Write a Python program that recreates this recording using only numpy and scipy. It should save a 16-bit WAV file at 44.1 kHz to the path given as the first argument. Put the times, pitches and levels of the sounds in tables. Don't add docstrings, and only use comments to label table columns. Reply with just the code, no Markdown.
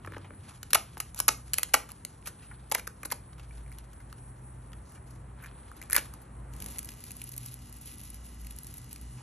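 import sys
import numpy as np
from scipy import signal
from scipy.fft import rfft, irfft, next_fast_len
from scipy.io import wavfile
from scipy.ndimage import uniform_filter1d

SR = 44100
rng = np.random.default_rng(int(sys.argv[2]) if len(sys.argv) > 2 else 0)


def digitize_waveform(pressure):
    field = np.atleast_2d(pressure).T
    bounded = np.clip(field, -1, 1)
    quanta = np.round(bounded * 32767).astype(np.int16)
    wavfile.write(sys.argv[1], SR, quanta)


N = 406602
SIZE = next_fast_len(N + 4096)
HZ = np.maximum(np.fft.rfftfreq(SIZE, 1 / SR), 1)
TIME_S = np.arange(N) / SR
MODE_SPREAD_DB = 2.8

# pitch_hz, level_re_middle_db
SIDE_SPECTRUM = [(150, -30.5), (300, -7.5), (500, -1.5), (1100, -1.5), (1500, -5.5), (2000, -25),
                 (8000, -7.5), (14000, -27)]


def from_db(db):
    return 10 ** (np.asarray(db) / 20)


def rms_one(x):
    return x / np.sqrt(np.mean(x ** 2) + 1e-20)


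def in_time(rows):
    s, *columns = np.transpose(rows)
    return [np.interp(TIME_S, s, column) for column in columns]


def at_hz(points):
    hz, value = np.transpose(points)
    return np.interp(np.log(HZ), np.log(hz), value)


def colour(x, points):
    return irfft(rfft(x, SIZE) * from_db(at_hz(points)), SIZE)[..., :N]


def drift(rate_hz):
    spectrum = rfft(rng.standard_normal(SIZE)) / (1 + (HZ / rate_hz) ** 2)
    return rms_one(irfft(spectrum, SIZE)[:N])


def resonate(x, hz, t60_s):
    r = from_db(-60 / (t60_s * SR))
    w = 2 * np.pi * hz / SR
    return signal.lfilter([0, np.sin(w)], [1, -2 * r * np.cos(w), r * r], x + 1e-18)


def band(x, low_hz, high_hz):
    return signal.sosfilt(signal.butter(2, [low_hz, high_hz], "band", fs=SR, output="sos"), x)


def random_clicks(per_s, spread_db):
    sizes = from_db(spread_db * np.minimum(rng.exponential(1, N), 5))
    signs = rng.choice([-1, 1], N)
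    return sizes * signs * (rng.random(N) < per_s / SR)


def lay_out(times_s, rows):
    out = np.zeros(N + rows.shape[1])
    for s, row in zip(times_s, rows):
        at = round(s * SR)
        out[at:at + len(row)] += row
    return out[:N]


def three_voices(bursts, body_bursts, body_hz, upper_db):
    # pitch_hz, drive_db, t60_s
    shell_modes = [(510, -0.5, 0.009), (700, -1, 0.0061), (860, -0.5, 0.011), (1034, -4, 0.0035),
                   (1270, -2, 0.0099), (1526, 1.5, 0.0066), (1817, 5, 0.0074), (2110, 6, 0.01),
                   (2350, 9.5, 0.013)]
    body_cycles = 5.0
    chance = rng.standard_normal((len(bursts), len(shell_modes)))
    octaves = np.log2(np.array(shell_modes)[:, 0] / body_hz[:, None])
    strengths = from_db(MODE_SPREAD_DB * chance - 22.0 * octaves ** 2)
    modes = sum(strengths[:, [k]] * from_db(drive_db) * resonate(body_bursts, hz, t60_s)
                for k, (hz, drive_db, t60_s) in enumerate(shell_modes))
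    body = np.array([resonate(np.diff(row, prepend=0), hz, body_cycles / hz)
                     for row, hz in zip(modes, body_hz)])
    body = signal.sosfilt(signal.butter(2, 450, "high", fs=SR, output="sos"), body)
    middle = band(bursts, 1850, 2900) - from_db(upper_db[:, None]) * band(bursts, 3900, 8200)
    bright = band(bursts, 9000, 11700)
    bright = signal.sosfilt(signal.butter(5, 12300, fs=SR, output="sos"), bright)
    return body, middle, bright


def fractures(times_s, body_hz, levels_db, fall_12db_ms):
    rise_s, level_window_samples = 0.0004, 9
    t = np.arange(2048) / SR
    fall_s = np.maximum(fall_12db_ms[:, None], .05) / 1000
    bursts = rng.standard_normal((len(times_s), len(t))) * from_db(-12 * t / fall_s)
    bursts = bursts * np.clip(t / rise_s, 0, 1)
    _, middle_db, bright_db = levels_db
    upper_db = -8 + 0.7 * (bright_db - middle_db) + 1.3 * rng.standard_normal(len(times_s))
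    rows = 0
    for voice, db in zip(three_voices(bursts, bursts, body_hz, upper_db), levels_db):
        power = uniform_filter1d(voice ** 2, level_window_samples)
        loudest = np.sqrt(power.max(axis=1, keepdims=True))
        rows = rows + voice / loudest * from_db(db[:, None])
    return lay_out(times_s, rows)


def shell_snaps():
    # start_s, body_hz, body_db, middle_db, bright_db, fall_12db_ms (floored at 0.05)
    snap_rows = [(0.047, 1150, -36.5, -43, -59, 5), (0.0613, 860, -48, -48, -45, 2),
                 (0.0735, 1240, -33, -48, -55, 4), (0.1218, 1400, -34.5, -47, -45, -0.5),
                 (0.135, 1400, -39, -50, -60, 4), (0.1456, 1400, -39, -65, -64, 2),
                 (0.1633, 1190, -39.5, -50, -62, 4), (0.1661, 660, -38, -42.5, -67, 5.5),
                 (0.181, 1310, -38, -45.5, -48, 1.5), (0.244, 940, -48, -48, -68, 20),
                 (0.306, 1350, -39.5, -66, -71, 2), (0.3363, 1300, -50, -80, -65.5, 0.5),
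                 (0.4774, 920, -51, -58, -62, 10), (0.5076, 1040, -49, -56, -64, 21.5),
                 (0.63, 1670, -35.5, -31, -32.5, 3), (0.705, 1580, -42, -37.5, -36, 7),
                 (0.732, 1620, -12.5, -10.5, -6.5, 2.5), (0.7464, 1520, -33, -20, -6, -0.5),
                 (0.7472, 1500, -42, -19.5, -16, 2.5), (0.7497, 1510, -35, -18, -15, 5),
                 (0.97, 1080, -34, -40, -48, 2.5), (0.977, 900, -46, -47, -40, 6),
                 (1.0014, 1390, -29.5, -24, -20.5, 4), (1.0094, 1210, -41, -45, -34, 1),
                 (1.1456, 1060, -50, -40, -32, 1.5), (1.16, 1050, -50, -50, -40, 19),
                 (1.19, 1350, -37, -33, -23, 2.5), (1.201, 1490, -23.5, -19, -13, 3),
                 (1.2808, 1210, -16.5, -41, -7, 3.5), (1.534, 1795, -36, -22, -14.5, 3),
                 (1.54, 1850, -31.5, -22, -16.5, 2.5), (1.579, 1870, -48, -36, -28, 0.5),
                 (1.5829, 1300, -35, -20, -14, 2), (1.5854, 1190, -27, -22, -16, 0.5),
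                 (1.594, 1370, -38, -37, -27, 1.5), (1.631, 1780, -24.5, -20, -15.5, 2.5),
                 (1.8897, 1120, -45, -46, -45.5, 7.5), (1.9, 1340, -58, -56, -51, 14),
                 (1.9038, 1130, -59, -45, -42.5, 2.5), (1.911, 830, -49, -50, -45.5, 5),
                 (1.9177, 1021, -46, -42, -30, 1), (2.0495, 1590, -38.5, -30.5, -24.5, 1.5),
                 (2.226, 1900, -60, -51, -70, -0.5), (2.271, 1590, -33, -35, -29.5, 14),
                 (2.5127, 1330, -41, -62, -63, 11), (2.6977, 1000, -65, -59.5, -45, 9),
                 (2.7213, 925, -32, -22, -18, 1.5), (2.747, 2000, -31, -26, -19, 1),
                 (2.7495, 1920, -19, -14.5, -10.5, 0), (2.7535, 1780, -22.5, -42, -32, 1.5),
                 (2.7825, 1590, -33, -44, -34.5, 2), (2.7959, 1850, -32, -35, -38, 1),
                 (2.871, 1990, -39, -46, -35, 0), (2.875, 1470, -30, -35, -30, 1.5),
                 (3.0313, 1440, -33.5, -38, -34.5, 3.5), (3.0523, 1710, -36, -40, -39, 0),
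                 (3.0553, 1160, -38.5, -38, -28.5, 5.5), (3.102, 1800, -43, -40, -41, 10),
                 (3.114, 1780, -29.5, -41, -26.5, 4.5), (3.1203, 900, -27.5, -29, -17, 2),
                 (3.33, 1500, -49.5, -51, -61, 3.5), (3.381, 1280, -50, -49, -58, 8.5),
                 (3.395, 1100, -48, -47.5, -54, 7), (3.508, 1900, -49.5, -61, -62, 6),
                 (3.6627, 2000, -51, -59, -58, 0), (3.6785, 1800, -51, -55, -62, 4),
                 (3.7168, 1800, -46.5, -56, -48.5, 2.5), (3.7248, 1600, -48, -44.5, -52, 2),
                 (3.785, 1190, -56, -42.5, -37, 2), (3.9313, 1500, -53, -50.5, -52, 7),
                 (4.003, 1720, -46.5, -53.5, -59, 7), (4.1271, 1455, -38.5, -39.5, -38, 1.5),
                 (4.719, 1010, -55, -56, -59, 1), (4.7314, 1210, -44.5, -42.5, -50, 2.5),
                 (4.92, 960, -56, -57, -49, 4), (5.108, 1200, -56, -58.5, -48, 6),
                 (5.3778, 1400, -52, -68.5, -63.5, 0), (5.388, 1450, -50, -72, -65, 0),
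                 (5.4004, 1510, -48, -70, -66, 7.5), (5.4118, 1700, -52, -67, -55, 6),
                 (5.4244, 1360, -46, -66, -47, 8), (5.4355, 1650, -45, -57, -55.5, -2.5),
                 (5.4384, 1680, -39, -48, -44.5, 2.5), (5.4433, 1600, -41, -59, -49, 7),
                 (5.4508, 1690, -48, -60, -50, 0), (5.4598, 1640, -35.5, -41, -46, 2.5),
                 (5.4645, 1650, -46, -50, -46, 4), (5.513, 1120, -51, -50.5, -68, 1),
                 (5.7159, 1330, -38, -54, -45, 1), (5.766, 990, -54.5, -59, -46, 4.5),
                 (5.815, 1760, -39.5, -45, -36.5, 4.5), (5.8265, 1190, -59, -38, -38, 0.5),
                 (5.8364, 1090, -48, -50.5, -40, 1), (5.8991, 1590, -35.5, -41, -27.5, 1.5),
                 (5.909, 1780, -36, -44, -20, -0.5), (5.9181, 1780, -35.5, -37, -33, 2),
                 (5.9237, 1620, -33.5, -26, -24, -1.5), (5.9301, 1820, -22, -27, -9.5, 2.1),
                 (5.9449, 1774, -30, -34, -20.5, 1.5), (5.9492, 1700, -24, -38, -32, 0),
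                 (5.9517, 1880, -24, -18.5, -35, 2), (5.957, 1600, -30, -32, -21, 0.5),
                 (5.9637, 1800, -16.5, -16, -8.5, 2), (5.9707, 1430, -26, -40, -38, 5),
                 (5.9768, 1600, -24, -32, -27, 0.5), (5.9796, 1590, -20.5, -20.5, -25, 7),
                 (6.1379, 960, -55, -46.5, -37, 3), (6.2166, 1140, -54, -63, -47.5, 14), ]
    start_s, body_hz, *levels_db, fall_12db_ms = np.transpose(snap_rows)
    return fractures(start_s, body_hz, levels_db, fall_12db_ms)


def crunches():
    # start_s, end_s, body_hz, body_db, middle_db, bright_db, upper_re_lower_middle_gain_db
    crunch_rows = [(0.746, 0.757, 1210, -22.5, -23.5, -22.5, -5), (1.171, 1.21, 1390, -52, -47.5, -48, 4),
                   (1.281, 1.292, 1110, -26.5, -20.5, -28, 0.5), (1.7359, 1.745, 1135, -19, -17.5, -16, -6),
                   (1.747, 1.75, 1180, -23.5, -24, -24, -11),
                   (2.256, 2.277, 1400, -44.5, -44.5, -44.5, -12),
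                   (2.42, 2.468, 1490, -64.5, -60.5, -67, -12), (2.713, 2.724, 840, -32.5, -33, -30.5, -2),
                   (2.742, 2.744, 1510, -52, -37, -36, 14), (2.748, 2.754, 890, -33.5, -32.5, -40, 9),
                   (2.777, 2.801, 1500, -52, -49, -46, -2), (2.87, 2.876, 1490, -39, -42.5, -40, 5),
                   (3.049, 3.055, 1220, -46, -43, -39, 8), (3.118, 3.127, 920, -38, -35.5, -39, 0),
                   (4.851, 4.938, 1200, -70, -68.5, -76, 11), (4.946, 4.98, 1580, -60, -63.5, -73, -10),
                   (5.102, 5.117, 1200, -73, -66, -63, 12), (5.419, 5.474, 1620, -63, -80, -62.5, -2.5),
                   (5.907, 5.94, 1770, -50, -54, -48, -7), (5.943, 5.961, 1810, -44, -43, -31, 6),
                   (5.968, 5.998, 1690, -41, -39, -41, -18), (6.135, 6.137, 1130, -48, -56, -60, 1),
                   (9.173, 9.213, 990, -60.5, -61.5, -71, -7)]
    start_s, end_s, body_hz, *levels_db, upper_db = np.transpose(crunch_rows)
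    t = np.arange(4096) / SR
    span_s = (end_s - start_s)[:, None]
    fall_db = -5.0 * t / span_s - 5300 * np.maximum(t - span_s, 0)
    shape = np.clip(t / 0.0035, 0, 1) * from_db(fall_db)
    lumps = rng.standard_normal((len(start_s), 128)).repeat(32, axis=1)
    bursts = rng.standard_normal(shape.shape) * from_db(4.1 * lumps) * shape
    body_bursts = bursts * (t / span_s) ** 0.94
    rows = 0
    for voice, db in zip(three_voices(bursts, body_bursts, body_hz, upper_db), levels_db):
        rms = np.sqrt(np.sum(voice ** 2, axis=1, keepdims=True) / (span_s * SR))
        rows = rows + voice / rms * from_db(db[:, None])
    return lay_out(start_s, rows)


def thuds():
    # start_s, peak_db
    thud_rows = [(0.073, -37), (0.121, -43), (0.165, -34), (0.305, -42), (0.63, -51.5), (0.733, -36.5),
                 (0.749, -33.5), (0.969, -45.5), (1.001, -46), (1.202, -42), (1.279, -30), (1.29, -31.5),
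                 (1.533, -46.5), (1.582, -38.5), (1.631, -47.5), (1.741, -30.5), (1.748, -34), (2.049, -49),
                 (2.27, -49), (2.716, -34.5), (2.75, -39), (2.783, -43.5), (2.873, -42), (3.031, -44),
                 (3.054, -40.5), (3.114, -52), (3.119, -39), (5.93, -43.5), (5.953, -42), (5.964, -41),
                 (5.979, -33)]
    # pitch_hz, drive_db, t60_s
    tray_modes = [(228, -7.5, 0.023), (330, -6.5, 0.026), (460, -3.5, 0.025), (600, -5.5, 0.04)]
    contact_s = 0.0018
    start_s, peak_db = np.transpose(thud_rows)
    t = np.arange(4096) / SR
    push = np.sin(np.pi * np.clip(t / contact_s, 0, 1))
    blow = np.diff(push, prepend=0)
    rings = np.array([(-1) ** k * from_db(drive_db) * resonate(blow, hz, t60_s)
                      for k, (hz, drive_db, t60_s) in enumerate(tray_modes)])
    chance = rng.standard_normal((len(start_s), len(tray_modes)))
    rows = from_db(MODE_SPREAD_DB * chance) @ rings
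    peaks = np.abs(rows).max(axis=1, keepdims=True)
    return lay_out(start_s, rows / peaks * from_db(peak_db[:, None]))


def rustle():
    # time_s, dull_db, bright_db
    rub_levels = [(0.0, -74, -78), (0.14, -60.5, -71), (0.36, -71.5, -75), (0.52, -58, -53),
                  (0.6, -74, -67), (0.9, -63, -60.5), (1.17, -69, -61), (1.89, -65.5, -60.5),
                  (2.25, -71.5, -64.5), (2.5, -63.5, -70.5), (2.62, -72, -74), (2.88, -77, -68),
                  (3.3, -70.5, -74), (3.45, -67.5, -64), (3.96, -71, -68), (4.4, -80.5, -71.5),
                  (4.8, -72, -69.5), (4.901, -82, -59.5), (5.03, -72.5, -66.5), (5.12, -73, -59.5),
                  (5.25, -82, -81.5), (5.46, -63, -77), (5.6, -68.5, -72), (5.85, -62.5, -56),
                  (6.12, -65.5, -62), (6.35, -78, -80.5), (6.481, -73, -77)]
    # pitch_hz, density_db_per_hz
    dull_spectrum = [(300, -39.5), (900, -4.5), (1500, -0.5), (2200, -4.5), (3500, -5), (5000, -12),
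                     (8000, -64)]
    # pitch_hz, density_db_per_hz
    bright_spectrum = [(2500, -47.5), (4300, -6.5), (5500, 0), (7500, 3), (9500, 11), (11300, 7),
                       (12300, -27.5), (13500, -59.5)]
    wander_db, wander_hz = 0.2, 7.2
    present = np.clip((rub_levels[-1][0] - TIME_S) / 0.092, 0, 1)
    clicks = random_clicks(3600, spread_db=2.0) * from_db(3.9 * drift(23))
    dull_db, bright_db = [db + wander_db * drift(wander_hz) for db in in_time(rub_levels)]
    dull = from_db(dull_db) * rms_one(colour(clicks, dull_spectrum))
    bright = from_db(bright_db) * rms_one(colour(clicks, bright_spectrum))
    return present * (dull + bright)


def grain_hits(times_s, middle_db, bright_db):
    body_hz, body_re_middle_db, fall_12db_ms = 1860, -15, 2.73
    count = len(times_s)
    levels_db = [middle_db + body_re_middle_db, middle_db, bright_db]
    return fractures(times_s, np.full(count, body_hz), levels_db, np.full(count, fall_12db_ms))


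def shower():
    # time_s, level_db
    shower_levels = [(6.5, -68), (6.58, -58.5), (6.71, -52.5), (6.76, -51), (7.39, -56), (7.61, -58),
                     (7.76, -59), (8.01, -55), (8.17, -60), (8.4, -58.5), (8.57, -57), (8.84, -56),
                     (8.99, -62), (9.22, -75)]
    # pitch_hz, density_db_per_hz
    shower_spectrum = [(500, -46.5), (1500, -20), (2500, -7), (4000, -7), (7000, -6.5), (9000, -11),
                       (10800, 7), (12300, -9), (13500, -20), (16000, -28)]
    # start_s, middle_db, bright_db
    coarse_grains = [(6.5364, -46.5, -44), (6.564, -49, -42), (6.602, -39.5, -34.5), (6.622, -38.5, -31),
                     (6.6418, -43, -35), (6.6611, -37, -26.5), (6.6848, -46, -35), (6.722, -46, -39),
                     (6.759, -43, -46), (6.784, -36, -24.5), (6.79, -33, -25), (6.8291, -46, -35),
                     (6.846, -44, -35), (6.8889, -36.5, -32.5), (7.039, -41.5, -33), (7.0513, -55, -45),
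                     (7.107, -39.5, -35), (7.1163, -45, -32), (7.1528, -55, -43), (7.1678, -52, -36),
                     (7.2162, -36, -30), (7.24, -52, -32), (7.291, -49, -35), (7.3165, -49, -38),
                     (7.3207, -45, -36), (7.334, -49, -40), (7.3385, -45, -37), (7.3639, -47, -34),
                     (7.3775, -46, -30), (7.3792, -41.5, -24.5), (7.4557, -48, -42), (7.46, -40, -34),
                     (7.4623, -46, -35), (7.466, -47, -42), (7.5407, -46, -32.5), (7.6956, -55, -44),
                     (7.726, -50, -38), (7.8123, -63, -39), (7.8572, -53, -34), (7.956, -62, -43),
                     (7.9818, -54, -38), (8.0134, -58, -43), (8.035, -58, -39), (8.102, -49, -33.5),
                     (8.1434, -47, -36), (8.4468, -50, -43), (8.468, -44, -38), (8.508, -46, -34),
                     (8.5864, -43, -33.5), (8.633, -54, -36), (8.6445, -50, -37), (8.6682, -42.5, -33),
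                     (8.74, -46, -36), (8.7705, -57, -38), (8.7782, -52, -37), (8.781, -48, -35),
                     (8.784, -50, -43), (8.8435, -52, -43), (8.893, -57, -43), (8.929, -42.5, -30),
                     (8.96, -43, -39), (9.013, -53, -37)]
    wander_db, wander_hz = 4, 19
    small_per_s, small_re_shower_db = 22, (0.5, 13)

    clicks = random_clicks(2000, spread_db=2.0) * from_db(0.86 * drift(32.0))
    fine = rms_one(colour(clicks, shower_spectrum))
    pouring = np.clip((TIME_S - shower_levels[0][0]) / 0.024, 0, 1)
    level_db = in_time(shower_levels)[0] + wander_db * drift(wander_hz)

    first_s, last_s = coarse_grains[0][0], coarse_grains[-1][0]
    small_s = rng.uniform(first_s, last_s, round(small_per_s * (last_s - first_s)))
    chance_db = 2.9 * rng.standard_normal((len(small_s), 2))
    around_db = np.interp(small_s, *np.transpose(shower_levels))
    middle_db, bright_db = around_db + (small_re_shower_db + chance_db).T
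    small = grain_hits(small_s, middle_db, bright_db)
    return from_db(level_db) * pouring * fine + small + grain_hits(*np.transpose(coarse_grains))


def porch(near):
    # pitch_hz, gain_db
    tail_spectrum = [(300, 10), (1000, -2.5), (2500, -1), (4000, -1), (6500, -3), (11000, -3.5),
                     (12300, -11.5), (13500, -26.5)]
    t60_s, tail_db, rise_s, shift_hz = 0.25, -10.5, 0.0023, 1.5
    t = np.arange(SR // 2) / SR
    tail = rng.standard_normal((3, len(t))) * from_db(-60 * t / t60_s)
    tail = tail * np.clip(t / rise_s, 0, 1)
    tail = from_db(tail_db) * tail / np.sqrt(np.sum(tail[0] ** 2))
    turn_rad = 2 * drift(shift_hz)
    shares = np.array([np.cos(turn_rad), np.sin(turn_rad), np.ones(N)])
    sent = colour(near, tail_spectrum) * shares
    one, other, difference = signal.fftconvolve(sent, tail, axes=1)[:, :N]
    return one + other, from_db(-3.0) * colour(difference, SIDE_SPECTRUM)


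def motor():
    order_levels = {4.08: -61, 5: -65, 13: -78, 20: -78, 22: -78, 24: -80, 32: -80, 34: -72, 48: -79, 49:
                    -72, 50: -79, 85: -73}
    # pitch_hz, density_db_per_hz
    hiss_spectrum = [(400, -42), (1000, -2), (1800, 2.5), (3000, 1), (5000, 0.5), (8000, 8), (11000, -13),
                     (12500, -28), (14000, -59.5)]
    base_hz, start_s, hiss_db = 58.82, 6.52, -63
    orders = 0
    for multiple, db in order_levels.items():
        turns = multiple * base_hz * TIME_S + rng.random()
        orders = orders + from_db(db + 1.46 * drift(3.6)) * np.sin(2 * np.pi * turns)
    hiss = from_db(hiss_db) * rms_one(colour(rng.standard_normal(N), hiss_spectrum))
    since_s = TIME_S - start_s
    return orders * np.clip(since_s / 0.14, 0, 1) + hiss * np.clip(since_s / 0.012, 0, 1)


def hum():
    # time_s, low_line_db, upper_line_db
    hum_levels = [(0.0, -68, -54), (0.23, -64, -68), (1.34, -53, -56), (2.39, -61.5, -65),
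                  (2.44, -58.5, -70.5), (2.539, -54, -50), (3.13, -54.5, -63.5), (3.67, -47, -49.5),
                  (3.82, -47, -57.5), (4.57, -55.5, -51), (4.78, -46.5, -58.5), (4.93, -64, -59),
                  (5.03, -51, -50.5), (5.83, -53, -61), (6.57, -45.5, -48.5), (6.681, -47.5, -75),
                  (7.19, -56.5, -50.5), (8.45, -47.5, -62), (8.86, -61, -50), (8.94, -57, -68),
                  (9.04, -43, -51.5), (9.22, -56, -49)]
    # low_hz, upper_hz
    line_pitches = (56.4, 123.3)
    # end_s, pitch_hz, level_db
    drone_row = (0.437, 96.706, -45.5)
    width_hz, wander_db, wander_hz = 1.494, 2.4, 4.4
    lines = 0
    for db, hz in zip(in_time(hum_levels), line_pitches):
        turns = np.cumsum(hz + width_hz * drift(4.03)) / SR
        gain = np.sqrt(2) * from_db(db + wander_db * drift(wander_hz))
        lines = lines + gain * np.sin(2 * np.pi * turns)
    end_s, drone_hz, drone_db = drone_row
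    turns = np.cumsum(drone_hz + 1.4 * drift(4.8)) / SR
    drone = from_db(drone_db + 2.0 * drift(4.1)) * np.sin(2 * np.pi * turns)
    return lines + drone * np.clip((end_s - TIME_S) / 0.033, 0, 1)


def insects():
    # pitch_hz, density_db_per_hz
    chorus_spectrum = [(5500, -53), (7500, -23), (8500, -2), (9200, 2), (10200, -7.5), (11300, -26),
                       (12200, -47.5), (13500, -82)]
    chorus = rms_one(colour(rng.standard_normal(N), chorus_spectrum))
    return from_db(-61 + 2.6 * drift(3.6)) * chorus


def outdoors():
    # time_s, air_db, rumble_db
    outdoor_levels = [(0.0, -59.5, -49.5), (0.44, -62, -51.5), (1.1, -62.5, -52.5), (1.56, -62, -52.5),
                      (1.74, -61, -54.5), (2.08, -62, -53), (6.39, -58, -52), (6.68, -55, -45.5),
                      (6.88, -60.5, -52.5), (7.32, -63, -53.5), (9.22, -63, -51.5)]
    # pitch_hz, density_db_per_hz
    rumble_spectrum = [(20, -42.5), (32, -15.5), (45, -5), (60, -1.5), (90, -1), (128, -5.5), (170, -7),
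                       (250, -12.5), (400, -26.5), (900, -80.5)]
    # pitch_hz, density_db_per_hz
    air_spectrum = [(100, -30), (300, 1), (600, -5.5), (1000, -4.5), (2000, -13), (3500, -27),
                    (6000, -32.5), (9000, -15), (11300, -31), (12500, -66), (14000, -91.5)]
    air_db, rumble_db = in_time(outdoor_levels)
    low, middle, difference = rng.standard_normal((3, N))
    rumble = from_db(rumble_db) * rms_one(colour(low, rumble_spectrum))
    air = colour(middle, air_spectrum)
    scale = from_db(air_db) / np.std(air)
    side = colour(colour(difference, air_spectrum), SIDE_SPECTRUM)
    return rumble + scale * air, scale * side


def scene():
    near = shell_snaps() + crunches() + thuds() + shower() + rustle()
    tail, tail_side = porch(near)
    air, air_side = outdoors()
    middle = near + tail + air + hum() + motor() + insects()
    return middle + (tail_side + air_side) * np.array([[1], [-1]])


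def record(dry):
    # pitch_hz, left_lead_rad
    port_turn = [(0, 0), (430, 0.3), (690, -0.4), (2580, 0.5), (4130, 0.7), (4570, 1.6), (5250, 5.3),
                 (5510, 5.9), (8440, 9.1), (9470, 9.6), (11500, 11.7), (12500, 13.0), (13800, 13.6),
                 (14900, 15.7), (16100, 15.7)]
    # pitch_hz, left_minus_right_db
    port_balance = [(150, 0), (330, 1.5), (520, 3.5), (800, .5), (2000, 0)]
    cutoff_hz = 16400
    turn_rad = np.interp(HZ, *np.transpose(port_turn))
    half = from_db(at_hz(port_balance) / 2) * np.exp(.5j * turn_rad)
    ports = irfft(rfft(dry, SIZE) * np.array([half, 1 / half]), SIZE)[:, :N]
    rounded = np.tanh(ports / 1.2) * 1.2
    return signal.sosfilt(signal.cheby2(12, 70, cutoff_hz, fs=SR, output="sos"), rounded)


dry = scene()
out = record(dry)
digitize_waveform(out)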